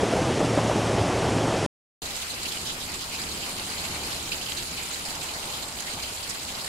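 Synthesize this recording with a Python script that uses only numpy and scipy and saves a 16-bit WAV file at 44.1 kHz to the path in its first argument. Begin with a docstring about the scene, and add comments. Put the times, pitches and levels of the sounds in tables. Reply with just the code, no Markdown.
"""Floodwater, then a downpour

Two scenes joined by a short silence. First, in mono, muddy floodwater roars over stones: shaped noise with
bubble chirps, a hiss of spray, waves slapping as damped air pockets, and an engine drone of wavering sines.
Then, in stereo from a porch, heavy rain hisses on a yard as patchy noise and ringing drops; run-off
splashes close by as noise bursts, roofs drum and wind rumbles as filtered noise, and one low sine hums."""
import sys
import numpy as np
from scipy import signal
from scipy.fft import rfft, irfft, next_fast_len
from scipy.io import wavfile
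from scipy.ndimage import uniform_filter1d, map_coordinates

SR = 44100
rng = np.random.default_rng(int(sys.argv[2]) if len(sys.argv) > 2 else 0)


def waveform_to_disk(signal):
    """Save audio, clipped to [-1, 1], as 16-bit WAV at the path in sys.argv[1]."""
    frames = np.transpose(np.atleast_2d(signal))
    scaled = np.clip(frames, -1, 1) * 32767
    samples = np.round(scaled).astype(np.int16)
    wavfile.write(sys.argv[1], SR, samples)


N = 294575
FLOOD_END, RAIN_START = 1.6637, 2.0185  # s

# Tone colour of churning water. Each row: frequency in Hz, relative density in dB per Hz.
ROAR_SPECTRUM = [(15, -53), (30, -30.5), (55, -24), (90, -1.5), (140, -2), (200, -1.5), (350, -1.5),
                 (500, -1.5), (750, -3.5), (1000, -9), (1500, -16), (2500, -21), (5000, -47.5)]
# Single big drops striking close by. Each row: start in seconds, level in dB, pitch in Hz, left over right in dB.
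BIG_DROPS = [(2.1648, -22.5, 7460, -3), (2.5715, -23.5, 2930, -5), (3.216, -24, 4760, -2.5),
             (4.5156, -23, 4460, -4), (4.52, -19, 3280, 0), (4.63, -24, 7690, -9), (4.8337, -24, 7770, -9),
             (4.944, -28, 4010, -1.0), (5.3373, -27, 4130, -1.5), (5.805, -23, 6270, -5),
             (6.2956, -21, 6500, -4), (6.306, -23, 6600, -2)]


def amp(db):
    """Decibels to a linear gain."""
    return 10 ** (np.asarray(db) / 20)


def unit(x):
    """x scaled to rms 1."""
    return x / np.sqrt(np.mean(x ** 2) + 1e-20)


def along(points, hz):
    """(Hz, value) points read off along a log frequency axis."""
    f, v = np.transpose(points)
    return np.interp(np.log(hz + 1), np.log(f + 1), v)


def curves(rows):
    """One value per sample for each column after the time."""
    s, *cols = np.transpose(rows)
    return [np.interp(np.arange(N) / SR, s, c) for c in cols]


def wobble(rate):
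    """A smooth random curve through rate knots a second."""
    knots = rng.standard_normal(int(N * rate / SR) + 4)
    return map_coordinates(knots, [np.arange(N) * rate / SR])


def filtered(x, response):
    """x through a gain given as a function of frequency."""
    m = next_fast_len(N + SR // 4)
    return irfft(rfft(x, m) * response(np.fft.rfftfreq(m, 1 / SR)), m)[..., :N]


def coloured(x, spectrum):
    """x through a (Hz, dB) spectrum, at rms 1."""
    return unit(filtered(x, lambda hz: amp(along(spectrum, hz))))


def patchy(patchy_db, size=(6, 6)):
    """Two white noises sharing patches of random gain, size = (frequency bins, time frames)."""
    z = signal.stft(rng.standard_normal((2, N)), nperseg=512)[2]
    field = rng.standard_normal(z.shape[1:])
    field = uniform_filter1d(field, size=size[0], axis=0)
    field = uniform_filter1d(field, size=size[1], axis=1)
    return signal.istft(z * amp(patchy_db * unit(field)), nperseg=512)[1][:, :N]


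def grains(count, size, until, mid_hz, octaves, cycles, spread_db, pan_db, lag):
    """Scattered damped sines of rising pitch, each with its own level and time offset between channels."""
    when, big, turn = rng.random((3, count))
    hz = np.minimum(mid_hz * 2 ** (octaves * rng.standard_normal(count)), SR / 3)[:, None]
    t = np.arange(size) / SR
    chirp = np.sin(2 * np.pi * hz * t * (1 + 0.074 * hz * t / cycles))
    shape = chirp * np.exp(-hz * t / cycles) * np.hanning(2 * size)[size:]
    shape *= amp(-spread_db * np.log(big + 0.013))[:, None]  # a few grains stand out
    out = []
    for side in (1, -1):  # left, right
        start = (when * until * SR + SR * lag * (1 + side * (2 * turn - 1))).astype(int)
        weights = shape * amp(-side * pan_db * 2 * turn)[:, None]  # from even to leaning right
        index = (start[:, None] + np.arange(size)).ravel()
        out.append(np.bincount(index, weights.ravel(), N + SR)[:N])
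    return np.array(out) / np.sqrt(np.sum(shape ** 2) / (until * SR))


def tone(hz, db, waver_hz):
    """A sine around a given pitch and rms level whose pitch and strength waver."""
    level = np.sqrt(2) * amp(db + 1.5 * wobble(23))
    phase = 2 * np.pi * np.cumsum(hz + waver_hz * wobble(14)) / SR
    return level * np.sin(phase)


def flood():
    """Turbulent water: a churning roar with big bubbles ringing in it, and the smooth hiss of spray."""
    # Swell of the roar. Each row: time in seconds, level in dB.
    roar_swell = [(0, -25.5), (.3, -26), (.38, -26.5), (.54, -26), (1.05, -25.5), (1.45, -25.5),
                  (1.66, -27.5)]
    # Tone colour of the spray. Each row: frequency in Hz, relative density in dB per Hz.
    spray_spectrum = [(710, -40), (1200, -5.5), (1580, -8), (3210, -6.5), (4040, -10.5), (5600, -10),
                      (8440, -15), (10700, -21), (11800, -25), (15300, -55.5), (22000, -120)]
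    bubble_db, spray_db = -5.5, -35  # bubbles relative to the churn; spray rms
    roar_db, = curves(roar_swell)
    churn, fizz = patchy(0.93)[0], patchy(0.93)[0]
    bubbles = grains(count=900, size=900, until=FLOOD_END, mid_hz=380, octaves=.8, cycles=2.4,
                     spread_db=2, pan_db=0, lag=0)[0]
    roar = coloured(churn, ROAR_SPECTRUM) + amp(bubble_db) * bubbles
    roar *= amp(roar_db + 0.33 * wobble(8.9))
    spray = amp(spray_db) * coloured(fizz, spray_spectrum)
    return roar + spray


def engine():
    """An engine drone under the roar: three sines at one, two and three times the firing rate."""
    # The engine's changing pace. Each row: time in seconds, firing rate in Hz, third-order level in dB.
    engine_pace = [(0.0, 40, -44), (0.1, 40.5, -35), (0.208, 42.5, -41), (0.294, 42.4, -32),
                   (0.396, 39.8, -41), (0.452, 39.55, -30.5), (0.818, 35.96, -34), (1.03, 36.5, -35),
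                   (1.054, 36.2, -38), (1.206, 39, -30.5), (1.446, 36.76, -36), (1.66, 34.2, -33)]
    first_db, second_db = -45, -41  # levels of the lower orders
    hz, third_db = curves(engine_pace)
    third = tone(3 * hz, third_db, waver_hz=2.5)
    first = tone(hz, first_db, waver_hz=1.1)
    second = tone(2 * hz, second_db, waver_hz=3.5)
    return first + second + third


def slaps():
    """Each wave hitting stones shakes an air pocket for a few cycles and throws a short churn of noise."""
    # Each row: start in seconds, level in dB, air pocket pitch in Hz, stone knock relative to the slap in dB.
    slap_rows = [(0.032, -6, 414, -22.5), (0.125, -13, 480, -4), (0.135, -11, 483, -11),
                 (0.216, -11.5, 292, -13), (0.404, -12, 320, -3.5), (0.412, -10, 500, -11.5),
                 (0.428, -18, 200, -13), (0.444, -12, 290, -9), (0.5739, -10.5, 300, -1),
                 (0.582, -14.5, 170, -9), (0.59, -9, 850, -10.5), (0.644, -21, 200, -12),
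                 (0.659, -27, 125, -14.5), (.697, -11.5, 618, -1), (.713, -8.5, 960, -9),
                 (0.758, -12, 378, -3), (.914, -23, 554, -8), (.98, -11.5, 408, -14),
                 (0.984, -19, 110, -15), (1.011, -19, 100, -8), (1.1, -15.5, 350, -5.5),
                 (1.363, -11.5, 257.6, 0), (1.479, -11, 324, -11), (1.627, -14.5, 430, -8.5)]
    out, t = np.zeros(N + SR), np.arange(SR // 10) / SR
    churn = coloured(rng.standard_normal(N), ROAR_SPECTRUM)
    onset = 1 - np.exp(-t / 0.0012)
    knock = np.sin(2 * np.pi * 620 * t) * np.exp(-t / 0.003)  # stone against stone
    for s, db, hz, knock_db in slap_rows:
        at = round(s * SR)
        pocket = np.sin(2 * np.pi * hz * t) * np.exp(-hz * t / 1.26)
        thrown = churn[at:][:len(t)] * np.exp(-t / 0.0071)
        slap = 1.3 * pocket + amp(knock_db) * knock + 0.27 * thrown
        out[at:][:len(t)] -= amp(db) * onset * slap
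    return out[:N]


def channel_colour(hz):
    """Tone colour of the rain and splashes in each channel."""
    # Each row: frequency in Hz, gain in dB.
    left_colour = [(900, -7), (1600, -2), (2400, -1), (2900, -1.5), (3080, 1), (3280, -2), (3800, -2.5),
                   (4020, 1), (4700, -0.5), (5200, -5), (5400, -3.5), (6300, -8.5), (8300, -5),
                   (9200, -2.5), (10100, -6), (10700, -3.5), (12900, -12), (14500, -17), (16000, -16.5)]
    right_colour = [(900, -7), (1600, -3), (2400, -1), (2900, -2), (3080, -1), (3280, -5.5), (3800, -3),
                    (4020, -1.5), (4700, -3.5), (5200, -2.5), (5400, -10.5), (6900, -2), (7800, -1.5),
                    (8500, -8.5), (9300, -6), (10200, -16), (10700, -12.5), (12300, -10), (14500, -18.5),
                    (16000, -23)]
    return amp([along(left_colour, hz), along(right_colour, hz)])


def diffuse(pair):
    """Two noises mixed into a wide stereo field: left and right are alike in the bass, less so above."""
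    # Each row: frequency in Hz, left-right correlation from -1 to 1.
    likeness = [(25, 1), (60, 1), (110, 0.96), (250, 0.97), (500, 0.83), (860, 0.59), (1200, 0.084),
                (1750, -0.51), (2150, 0.19), (2600, 0.28), (3500, -0.033), (4200, 0.057), (16000, -0.053)]

    def mid_side(hz):
        turn = np.arccos(np.clip(along(likeness, hz), -1, 1)) / 2
        return np.array([np.cos(turn), np.sin(turn)])

    mid, side = filtered(pair, mid_side)
    return np.array([mid + side, mid - side])


def rainfall():
    """Far drops merge into a patchy hiss; near ones patter and ring in puddles."""
    # Sheets of rain thicken and thin. Each row: time in seconds, hiss level in dB.
    sheets = [(2.02, -34), (2.25, -34.5), (2.5, -33.5), (2.7, -34.5), (2.8, -35.5), (3.25, -34.5),
              (3.45, -33.5), (4.1, -33.5), (4.25, -34.5), (4.8, -34), (5.4, -35), (5.57, -33),
              (5.71, -37.5), (5.79, -34), (6.0, -35), (6.4, -35), (6.68, -35)]
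    patter_db, plink_db = -11, -11  # near drops and ringing drops, relative to the hiss noise
    hiss_db, = curves(sheets)
    patter = grains(count=6000, size=110, until=N / SR, mid_hz=7500, octaves=.6, cycles=2,
                    spread_db=3.5, pan_db=4, lag=.0002)
    plinks = grains(count=9000, size=300, until=N / SR, mid_hz=4800, octaves=.4, cycles=7,
                    spread_db=1.6, pan_db=2, lag=.0002)
    hiss = diffuse(patchy(2.4, size=(12, 5)))
    fall = hiss + amp(patter_db) * patter + amp(plink_db) * plinks
    return amp(hiss_db) * unit(filtered(fall, channel_colour))


def drumming_and_wind():
    """Rain drums on roofs and cars as mid-low noise; uneven wind rumbles beneath it."""
    # Each row: time in seconds, drumming level in dB, rumble level in dB.
    low_levels = [(2.03, -42, -45), (2.27, -49, -55), (2.33, -47, -46.5), (2.96, -44, -44.5),
                  (2.99, -51, -46), (3.09, -44.5, -45), (4.02, -41, -43), (4.66, -47, -47),
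                  (5.45, -40, -52), (5.69, -42.5, -47.5), (5.71, -45, -61), (5.76, -44.5, -44),
                  (5.84, -44.5, -55), (5.98, -41.5, -43), (6.07, -43.5, -51.5), (6.39, -47, -48),
                  (6.59, -41, -47), (6.68, -44, -48)]
    # Tone colours of the drumming and the wind. Each row: frequency in Hz, relative density in dB per Hz.
    drum_spectrum = [(150, -7), (350, -8.5), (500, -6), (800, -1.5), (1000, -4), (1500, -9), (3000, -70)]
    wind_spectrum = [(12, -38), (20, -4), (43, -11), (76, -5), (131, -8), (257, -7), (297, -10), (347, -9),
                     (450, -14), (580, -25), (990, -120)]
    gust_db = 1.2  # unevenness of the rumble
    drum_db, rumble_db = curves(low_levels)
    drumming = coloured(diffuse(patchy(0.96)), drum_spectrum)
    rumble = amp(gust_db * wobble(9)) * coloured(diffuse(patchy(0.94)), wind_spectrum)
    return amp(drum_db) * drumming + amp(rumble_db) * rumble


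def low_hum():
    """A low sine that swells, fades and wavers in pitch."""
    # Each row: time in seconds, hum level in dB.
    hum_swell = [(2.02, -52), (3.1, -62), (3.3, -48), (3.6, -61), (3.75, -49), (4.2, -48), (4.32, -71),
                 (4.75, -47.5), (4.96, -61), (5.45, -63), (5.6, -49.5), (5.9, -66), (6.0, -50.5),
                 (6.35, -56.5), (6.68, -54)]
    return tone(70.6, *curves(hum_swell), waver_hz=6.54)


def small_splashes(count=200):
    """Rows for many weaker splashes at random moments and pitches; stronger ones last longer."""
    weakest_db, range_db, pan_db = -39, 6, -13  # pan is left over right
    lowest_hz, pitch_span = 3000, 2.6  # span is highest pitch over lowest
    t60, t60_growth = 0.033, 0.021  # s, decay of the weakest and the extra for the strongest
    when, size, pitch = rng.random((count, 3)).T
    start = RAIN_START + when * (N / SR - RAIN_START)
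    return np.transpose([start, weakest_db + range_db * size, lowest_hz * pitch_span ** pitch,
                         np.full(count, pan_db), t60 + t60_growth * size])


def droplets(hz, t60, t):
    """Droplets as rough noise around one pitch, a higher band and a broad spray, different in each channel."""
    rough_db, rise_share, hold_share = 2.0, .05, 0.16  # shares are of the decay time
    t60 = max(t60, .005)
    roughness = amp(rough_db * rng.standard_normal((2, len(t) // 32 + 1))).repeat(32, axis=1)
    crackle = rng.standard_normal((2, len(t))) * roughness[:, :len(t)]
    band = signal.butter(2, [hz / 1.128, min(hz * 1.188, SR / 2.2)], "bandpass", fs=SR)
    # smaller droplets ring higher
    finer = signal.butter(2, [min(hz * 1.18, SR / 2.4), min(hz * 2.05, SR / 2.2)], "bandpass", fs=SR)
    main, fine = unit(signal.lfilter(*band, crackle)), unit(signal.lfilter(*finer, crackle))
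    burst = main + 0.73 * fine + 1.27 * unit(crackle)
    rise = 1 - np.exp(-t / (rise_share * t60))
    return burst * rise * amp(-60 * np.maximum(t / t60 - hold_share, 0))


def panned(db, pan_db):
    """Left and right gains around one level, pan_db apart."""
    return amp(db + np.array([[.5], [-.5]]) * pan_db)


def splashes():
    """Falling run-off and big drops break into clumps of droplets, with a different mix of them per channel."""
    # The loudest run-off splashes. Each row: start in seconds, level in dB, pitch in Hz,
    # left over right in dB, time to decay by 60 dB in seconds.
    runoff = [(2.053, -28, 3830, -7, 0.066), (2.1, -31, 3460, -10, 0.062), (2.142, -39, 4700, -11, 0.04),
              (2.162, -30, 4600, -11, 0.054), (2.214, -26, 3420, -4, 0.063), (2.292, -27, 4200, -3, 0.121),
              (2.314, -33, 7700, -8, 0.026), (2.426, -25, 4500, -3, 0.054), (2.449, -23, 2900, -5, 0.081),
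              (2.477, -25.5, 3850, -6, 0.079), (2.517, -23, 3140, -5, 0.043), (2.6, -32, 4770, -5, 0.073),
              (2.658, -25, 3480, -2, 0.086), (2.669, -28, 4900, -7, 0.033), (2.679, -25.5, 3400, -4, 0.15),
              (2.72, -31, 6500, -5, 0.055), (2.799, -29, 3480, -6, 0.12), (2.936, -31, 3900, -10, 0.077),
              (3.004, -26.5, 3220, -5, 0.092), (3.125, -27.5, 2720, -5, 0.12), (3.147, -29, 4700, -4, 0.04),
              (3.182, -28.5, 4180, -4, 0.055), (3.195, -28, 7540, -8, 0.033), (3.208, -29, 4770, -4, 0.11),
              (3.236, -29, 3500, -8, 0.03), (3.287, -26, 4500, -4, 0.03), (3.31, -28, 3970, -4, 0.068),
              (3.417, -28.5, 2830, -2, 0.15), (3.459, -31, 4400, -3, 0.069), (3.696, -30, 4570, -2, 0.056),
              (3.78, -29.5, 4000, -1, 0.15), (3.837, -30, 2520, -4, 0.115), (3.942, -28, 3900, -1, 0.095),
              (4.042, -29, 4700, 2, 0.12), (4.099, -28.5, 3300, -3, 0.16), (4.12, -27, 4600, -4, 0.079),
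              (4.172, -29, 3900, -4, 0.046), (4.27, -35, 2800, -3, 0.065), (4.316, -19.5, 2600, -5, 0.035),
              (4.32, -27, 4230, 1, 0.05), (4.326, -22.5, 2930, -5, 0.035), (4.337, -25, 2600, -6, 0.057),
              (4.41, -27, 2980, -5, 0.058), (4.458, -25, 3000, -5, 0.044), (4.481, -26, 2940, -4, 0.054),
              (4.51, -32, 4370, -4, 0.054), (4.567, -26, 4100, -6, 0.12), (4.626, -33, 7800, -13, 0.026),
              (4.772, -27, 2580, -5, 0.087), (4.821, -29, 7700, -8, 0.063), (4.855, -35, 7800, -10, 0.043),
              (4.934, -29, 4380, -6, 0.082), (5.048, -24.5, 4850, -2, 0.092),
              (5.094, -26.5, 4550, -5, 0.075), (5.134, -32, 3300, -8, 0.11), (5.225, -27, 7900, -7, 0.089),
              (5.284, -28, 2820, -5, 0.076), (5.332, -33, 4400, -5, 0.13), (5.438, -36, 3320, -3, 0.068),
              (5.521, -33, 4000, -4, 0.032), (5.536, -26, 3600, -2, 0.05), (5.623, -30, 3730, -6, 0.078),
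              (5.675, -29.5, 7800, -10, 0.062), (5.785, -28, 3200, -8, 0.028), (5.796, -28, 4700, -6, 0.06),
              (5.852, -32.5, 1990, -3, 0.18), (5.879, -29, 2080, -2, 0.037),
              (6.024, -25.5, 4470, -1, 0.066), (6.054, -30, 4400, -4, 0.06), (6.127, -30, 7200, -4, 0.15),
              (6.225, -29, 4700, -5, 0.07), (6.29, -24.5, 5440, -8, 0.092), (6.483, -31, 3300, 1, 0.13),
              (6.506, -36, 2900, -2, 0.033), (6.603, -28, 4800, -4, 0.096), (6.64, -25.5, 4900, -7, 0.047)]
    big_drop_t60, crest_db = 0.014, 7  # s; headroom taken off each burst for its peaks
    out, t = np.zeros((2, N + SR)), np.arange(SR // 8) / SR
    drop_sprays = [(*row, big_drop_t60) for row in BIG_DROPS]
    for s, db, hz, pan_db, t60 in [*runoff, *drop_sprays, *small_splashes()]:
        burst = droplets(hz, t60, t)
        out[:, round(s * SR):][:, :len(t)] += panned(db - crest_db, pan_db) * burst
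    return out[:, :N]


def snaps():
    """The strike of each big drop itself: one sharp, very short sine."""
    snap_db, snap_t60 = 2, 0.0025  # relative to the drop's level; s
    out, t = np.zeros((2, N + SR)), np.arange(SR // 8) / SR
    for s, db, hz, pan_db in BIG_DROPS:
        snap = np.sin(2 * np.pi * hz * t) * amp(snap_db - 60 * t / snap_t60)
        out[:, round(s * SR):][:, :len(t)] += panned(db, pan_db) * snap
    return out[:, :N]


def scene():
    """The mono flood has a narrower band than the stereo rain; hard cuts frame the silence."""
    s = np.arange(N) / SR

    def narrow(hz):
        treble_cut = np.clip((11950 + 250 - hz) / 500, 0, 1) ** 3
        bass_cut = hz ** 2 / (hz ** 2 + 30 ** 2)
        return treble_cut * bass_cut

    water = filtered(flood() + slaps() + engine(), narrow)
    close_drops = filtered(splashes() + snaps(), channel_colour)
    downpour = rainfall() + drumming_and_wind() + low_hum() + close_drops
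    water_gate = np.clip((FLOOD_END - s) / .001, 0, 1)
    rain_gate = np.clip((s - RAIN_START) / .002, 0, 1)
    return water * water_gate + downpour * rain_gate


def record(dry):
    """Nothing is kept above the band limit."""
    top_hz = 15800
    return filtered(dry, lambda hz: np.clip((top_hz - hz) / 150, 0, 1))


dry = scene()
out = record(dry)
waveform_to_disk(out)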